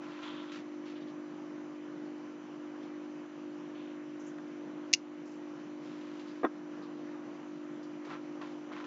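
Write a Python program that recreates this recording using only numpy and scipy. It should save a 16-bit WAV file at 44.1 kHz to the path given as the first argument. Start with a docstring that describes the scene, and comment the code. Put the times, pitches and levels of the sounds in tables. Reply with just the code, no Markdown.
"""Steel tweezers snap shut once and a knuckle knocks a bowl on a desk, heard from close by.
Each blow is a short push plus a noise rattle, ringing decaying sine modes; a short noise tail follows.
Hands and sleeves rustle faintly: coloured, uneven noise strokes.
Behind: mains hum, a thin electronic whine and a far motor (sines), and room noise (shaped spectra)."""
import sys
import numpy as np
from scipy import signal
from scipy.fft import rfft, irfft
from scipy.io import wavfile
from scipy.ndimage import uniform_filter1d

SR = 44100
rng = np.random.default_rng(int(sys.argv[2]) if len(sys.argv) > 2 else 0)


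def amplitude_ratio(level_db):
    """Convert a level in decibels to the matching linear amplitude (field) ratio."""
    exponent = np.asarray(level_db, float) / 20
    return 10 ** exponent


def waveform_to_disk(signal):
    """Save audio, clipped to [-1, 1], as 16-bit WAV at the path in sys.argv[1]."""
    frames = np.transpose(np.atleast_2d(signal))
    scaled = np.clip(frames, -1, 1) * 32767
    samples = np.round(scaled).astype(np.int16)
    wavfile.write(sys.argv[1], SR, samples)


N = 390726

# tweezer modes: (frequency [Hz], relative level [dB], t60 [s])
STEEL_MODES = [(2090, -16, 0.013), (2330, -17, 0.014), (2640, -17, 0.01), (2780, -4, 0.016),
               (2822, -10, 0.036), (3740, -23, 0.011), (4120, -15, 0.014), (4660, -15, .015),
               (4880, -4, 0.012), (5250, -1.5, .018), (5960, -6.5, 0.02), (6440, -4, 0.019),
               (4700, -1.5, .003), (6000, 6.5, 0.0037), (8700, 0, 0.0085), (11270, -1, .003),
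               (14000, 1.5, .002)]
# tips touch, snap and bounce: (time [s], push peak [dB], push time scale [ms], chatter [dB rms], chatter length [s])
SNAP_HITS = [(4.9306, -16.5, .012, -28.5, 0.011), (4.9364, -7, 0.03, -29, 0.011),
             (4.9373, -1, 0.032, -44.5, .002), (4.9435, -18.5, .03, -44.5, 0.0024),
             (4.948, -17.5, .03, -38.5, 0.0017)]
RING_CUT_S = 4.9522  # the ring drops away abruptly here
# bowl and desk-top modes: (frequency [Hz], relative level [dB], t60 [s])
BOWL_MODES = [(320, -9.5, 0.069), (393, 4, 0.024), (502, -4.5, .025), (694, 2.5, 0.024), (910, -7, 0.033),
              (1050, -1.5, 0.025), (1250, 4, 0.017), (1600, -12.5, 0.079), (1835, -9, 0.028),
              (3440, -12.5, 0.027)]
# knocks and taps: (time [s], push peak [dB], push time scale [ms], chatter [dB rms], chatter length [s])
KNOCK_HITS = [(4.385, -37.5, 0.047, -42, 0.0032), (6.432, -30, 0.22, -31, 0.025),
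              (6.4418, -19, 0.33, -25.5, 0.01055), (6.449, -16.5, 0.11, -35.5, 0.02),
              (6.4535, -23, 0.41, -56, 0.0036), (8.071, -37, 0.13, -56, .01),
              (8.413, -43, 0.066, -53, 0.012), (8.717, -37.5, .08, -55, .01)]
# skin and cloth strokes: (time [s], length [s], level before envelope [dB rms], centre [Hz], half-width [octaves])
RUB_STROKES = [(0, 0.5, -53.5, 1260, 1.63), (0.097, 0.32, -61.5, 2800, 0.55),
               (0.219, 0.21, -54, 3270, 0.33), (.222, .06, -48, 1300, 1.7),
               (0.267, 0.29, -57.5, 1430, 0.53), (.485, 0.015, -55.5, 3200, .43),
               (0.516, 0.04, -49.5, 2380, 1.2), (0.555, 0.039, -51.5, 2040, 1.3),
               (0.853, 0.066, -56.5, 2600, 1), (0.953, .026, -58.5, 3180, 0.44),
               (1.006, 0.027, -61, 3240, .6), (1.074, .025, -61.5, 3300, 0.67),
               (2.828, .025, -64.5, 3470, .74), (3.743, 0.19, -62.5, 2730, 0.53),
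               (4.195, 0.056, -66.5, 6000, .25), (4.264, 0.025, -60.5, 6600, 0.24),
               (5.252, 0.1, -68, 6000, 0.66), (5.799, 0.6, -60.5, 2000, 1.43),
               (6.195, 0.019, -55, 2400, 1.1), (6.271, 0.049, -63.5, 4040, 0.59),
               (6.822, 0.037, -63, 4100, 0.38), (7.829, 0.02, -62, 4700, .5), (8.044, 0.1, -55, 1980, 1.36),
               (8.07, 0.016, -49, 1050, 0.93), (8.101, 0.054, -44, 1050, 1.37),
               (8.413, 0.029, -44.5, 1050, 1.6), (8.452, .075, -59.5, 2020, 1.4),
               (8.714, 0.098, -49, 1410, 1.31), (8.801, 0.011, -46.5, 1080, 1.5),
               (8.84, .015, -47, 1200, 1.65)]
# resonances of the rubbed things: (frequency [Hz], width [Hz], gain [dB])
DESK_RESONANCES = [(1020, 230, 10), (1354, 66, 10), (3387, 510, 0)]
RISE_SHARE, SAG_DB, RELEASE_DB_PER_S = 0.07, -3.5, 341  # stroke envelope; rise is a share of the length
MAINS_HZ = 50.042
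# hum harmonics: (multiple of mains [1], level [dB rms])
HUM_HARMONICS = [(4, -85.5), (5, -56.5), (6, -45.5), (7, -51), (9, -77.5), (10, -70), (11, -64),
                 (12, -65.5), (13, -70), (14, -86.5)]
# casing resonances that set the hum phases: (frequency [Hz], width [Hz])
CASING_RESONANCES = [(330, 30), (575, 34)]
# brief hum sags: (middle [s], length [s], level change [dB])
HUM_SAGS = [(.22, .25, -1), (2.414, .32, -3.5), (3.303, .14, -4), (4.05, .2, -0.5), (5.653, .22, -2),
            (7.396, .25, -3), (8.68, .15, -2)]
WAVER_DB_RMS, WAVER_S = 0.5, 0.076  # constant hum waver: depth, smoothing time
WHINE_HZ = 1002.67
# whine tones: (multiple of WHINE_HZ [1], level [dB rms])
WHINE_TONES = [(3, -77.5), (4, -88.5), (6, -81), (7, -85.5)]
# motor wind-ups: (start [s], end [s], from [Hz], to [Hz], level before fades [dB rms])
MOTOR_WINDUPS = [(1.75, 2.566, 415, 498, -65.5), (4.3, 4.968, 430, 492, -67), (6.7, 7.08, 445, 488, -63)]
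# room noise colour: (frequency [Hz], relative density [dB per Hz])
ROOM_COLOUR = [(30, -34.5), (80, -36.5), (105, -23), (150, 1.5), (230, 1.5), (350, 0), (550, -6),
               (1050, -5), (1500, -9.5), (3000, -18.5), (3500, -23), (4700, -27), (6200, -26),
               (7200, -36.5)]
ROOM_DB_RMS = -53
EDGE_HZ = 7534  # upper band limit; little is heard above


def evened(x):
    """Scales to rms 1."""
    return x / np.sqrt(np.mean(x ** 2) + 1e-20)


def add(mix, time_s, sound):
    """Mixes a sound in at a time, cut at the end of the mix."""
    part = mix[round(max(time_s, 0) * SR):][:len(sound)]
    part += sound[:len(part)]


def struck(hits, modes, rattle_ms, lowest_hz):
    """A Gaussian contact push, plus a rattle of tiny contacts from the same instant; both ring the modes."""
    out = np.zeros(N)
    t = np.arange(SR // 10) / SR
    hz, db, t60_s = np.transpose(modes)[:, :, None]
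    ring = (amplitude_ratio(db - 60 * t / t60_s) * np.sin(2 * np.pi * hz * t)).sum(0)
    # small things send out no bass
    ring = signal.sosfilt(signal.butter(7, lowest_hz, "high", fs=SR, output="sos"), ring)

    def pushed(scale_ms):
        push = np.exp(-(t * 1000 / scale_ms - 2) ** 2)
        return signal.fftconvolve(push, ring)[:len(t)]

    soft = pushed(rattle_ms)
    for time_s, peak_db, contact_ms, chatter_db, chatter_s in hits:
        blow = pushed(contact_ms)
        add(out, time_s, amplitude_ratio(peak_db) * blow / abs(blow).max())
        rattle = rng.standard_normal(len(t)) * (t < chatter_s)
        chatter = signal.fftconvolve(rattle, soft)[:len(t)]
        add(out, time_s, amplitude_ratio(chatter_db) * chatter / np.linalg.norm(soft))
    return out


def tweezers():
    """Bright steel modes, cut short."""
    steel = struck(SNAP_HITS, STEEL_MODES, rattle_ms=0.035, lowest_hz=2220)
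    cut_db = np.clip(8000 * (np.arange(N) / SR - RING_CUT_S), 0, 14)  # 8000 dB/s down to -14 dB
    return steel * amplitude_ratio(-cut_db)


def knocks():
    """Dull low modes of bowl and desk."""
    return struck(KNOCK_HITS, BOWL_MODES, rattle_ms=0.11, lowest_hz=255)


def rustles():
    """Uneven tiny slips, coloured by a broad bump and the desk; each stroke swells, sags and stops."""
    out = np.zeros(N)
    t = np.arange(SR * 3 // 4) / SR
    hz = np.fft.rfftfreq(len(t), 1 / SR) + 1
    desk = amplitude_ratio(sum(db / (1 + (2 * (hz - f) / width) ** 2) for f, width, db in DESK_RESONANCES))
    for time_s, length_s, db, centre_hz, octaves in RUB_STROKES:
        noise = rng.standard_normal(len(t))
        unevenness = evened(uniform_filter1d(rng.standard_normal(len(t)), size=90))
        slips = noise * amplitude_ratio(2.4 * unevenness)
        bump = np.exp(-(np.log2(hz / centre_hz) / octaves) ** 2)
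        grain = evened(irfft(rfft(slips) * bump * desk, len(t)))
        rise = np.minimum(t / (RISE_SHARE * length_s), 1)
        fall_db = SAG_DB * t / length_s - RELEASE_DB_PER_S * np.maximum(t - length_s, 0)
        add(out, time_s, amplitude_ratio(db) * grain * rise * amplitude_ratio(fall_db))
    return out


def hum():
    """Mains-locked harmonics, each lagging as the casing resonances dictate; the level wavers and sags."""
    t = np.arange(N) / SR
    waver = evened(uniform_filter1d(rng.standard_normal(N), round(WAVER_S * SR)))
    sags_db = sum(db * np.exp(-(2 * (t - middle_s) / length_s) ** 2) for middle_s, length_s, db in HUM_SAGS)
    level_db = WAVER_DB_RMS * waver + sags_db
    turns = MAINS_HZ * t + rng.random()
    tones = np.zeros(N)
    for k, db in HUM_HARMONICS:
        lag = sum(np.arctan2(2 * (k * MAINS_HZ - f), width) for f, width in CASING_RESONANCES)
        tones += amplitude_ratio(db) * np.cos(2 * np.pi * k * turns - lag)
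    return np.sqrt(2) * tones * amplitude_ratio(level_db - level_db.mean())


def whine():
    """Thin steady sines from the electronics, random in phase."""
    t = np.arange(N) / SR
    tones = np.zeros(N)
    for k, db in WHINE_TONES:
        tones += amplitude_ratio(db) * np.sin(2 * np.pi * (k * WHINE_HZ * t + rng.random()))
    return np.sqrt(2) * tones


def motor():
    """A faint sine that slides up as the motor winds up, fading in and out."""
    out = np.zeros(N)
    for start_s, end_s, from_hz, to_hz, db in MOTOR_WINDUPS:
        hz = np.linspace(from_hz, to_hz, round((end_s - start_s) * SR))
        fade = signal.windows.tukey(len(hz), 0.6)
        tone = np.sin(2 * np.pi * np.cumsum(hz) / SR)
        add(out, start_s, np.sqrt(2) * amplitude_ratio(db) * fade * tone)
    return out


def room():
    """Random short-time spectra with drifting patches and a slow swell, then coloured."""
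    frames = N // 256 + 5
    real, imag, patches = rng.standard_normal((frames, 513, 3)).T
    patches = uniform_filter1d(patches, size=20, axis=0)  # over frequency
    patches = evened(uniform_filter1d(patches, size=16, axis=1))  # over time
    swell = evened(uniform_filter1d(rng.standard_normal(frames), size=30))
    spectra = (real + 1j * imag) * amplitude_ratio(1.4 * patches + 0.29 * swell)  # dB rms depths
    noise = signal.istft(spectra, nperseg=1024, noverlap=768)[1][:N]
    f, db = np.transpose(ROOM_COLOUR)
    colour = amplitude_ratio(np.interp(np.log(np.fft.rfftfreq(N, 1 / SR) + 1), np.log(f), db))
    return amplitude_ratio(ROOM_DB_RMS) * evened(irfft(rfft(noise) * colour, N))


def room_tail(blows):
    """Reflections of the blows: a decaying noise response, t60 0.12 s, silent for its first 4 ms."""
    t = np.arange(SR // 4) / SR
    tail = rng.standard_normal(len(t)) * amplitude_ratio(-60 * t / 0.12) * (t > 0.004)
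    return amplitude_ratio(-25.5) * signal.fftconvolve(blows, tail / np.linalg.norm(tail))[:N]


def scene():
    """Everything at the desk, with a short room tail on the blows."""
    blows = tweezers() + knocks()
    blows = blows + room_tail(blows)
    return (blows + rustles() + hum() + whine() + motor() + room())[None]


def roll_off(x):
    """The treble ends steeply here."""
    return signal.sosfilt(signal.butter(12, 15700, fs=SR, output="sos"), x)


def record(dry):
    """Gain control ducks the sound after a loud blow; band limit with a little leak; noise grows with loudness."""
    power_db = 10 * np.log10(abs(uniform_filter1d(dry[0] ** 2, size=440)) + 1e-12)
    fall_db = np.arange(N) * 27.0 / SR  # the held peak falls 27 dB/s
    held_db = np.maximum.accumulate(power_db + fall_db) - fall_db
    over_db = np.maximum(held_db + 30.0, 0)  # threshold -30 dB
    late_db = signal.lfilter([0.002], [1, -0.998], over_db)  # lags by about 11 ms
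    ducked = dry / amplitude_ratio(0.27 * late_db)

    band_limit = signal.firwin(601, EDGE_HZ, window=("kaiser", 9), fs=SR)
    narrow = signal.oaconvolve(ducked, band_limit[None], "same")
    leak = amplitude_ratio(-25.5) * (ducked - narrow)

    hiss = amplitude_ratio(-101.5) * rng.standard_normal(dry.shape)
    low = signal.sosfilt(signal.butter(2, 1500, fs=SR, output="sos"), narrow)
    # only blows raise the noise
    loud_share = np.clip(900 * uniform_filter1d(narrow ** 2, size=300, axis=1) - 0.3, 0, 1)
    hiss = hiss * (1 + amplitude_ratio(33.5) * loud_share)
    thump = 0.3 * loud_share * low ** 2  # squaring adds a faint thump to loud low blows
    return roll_off(narrow + thump + leak + hiss)


dry = scene()
out = record(dry)
waveform_to_disk(out)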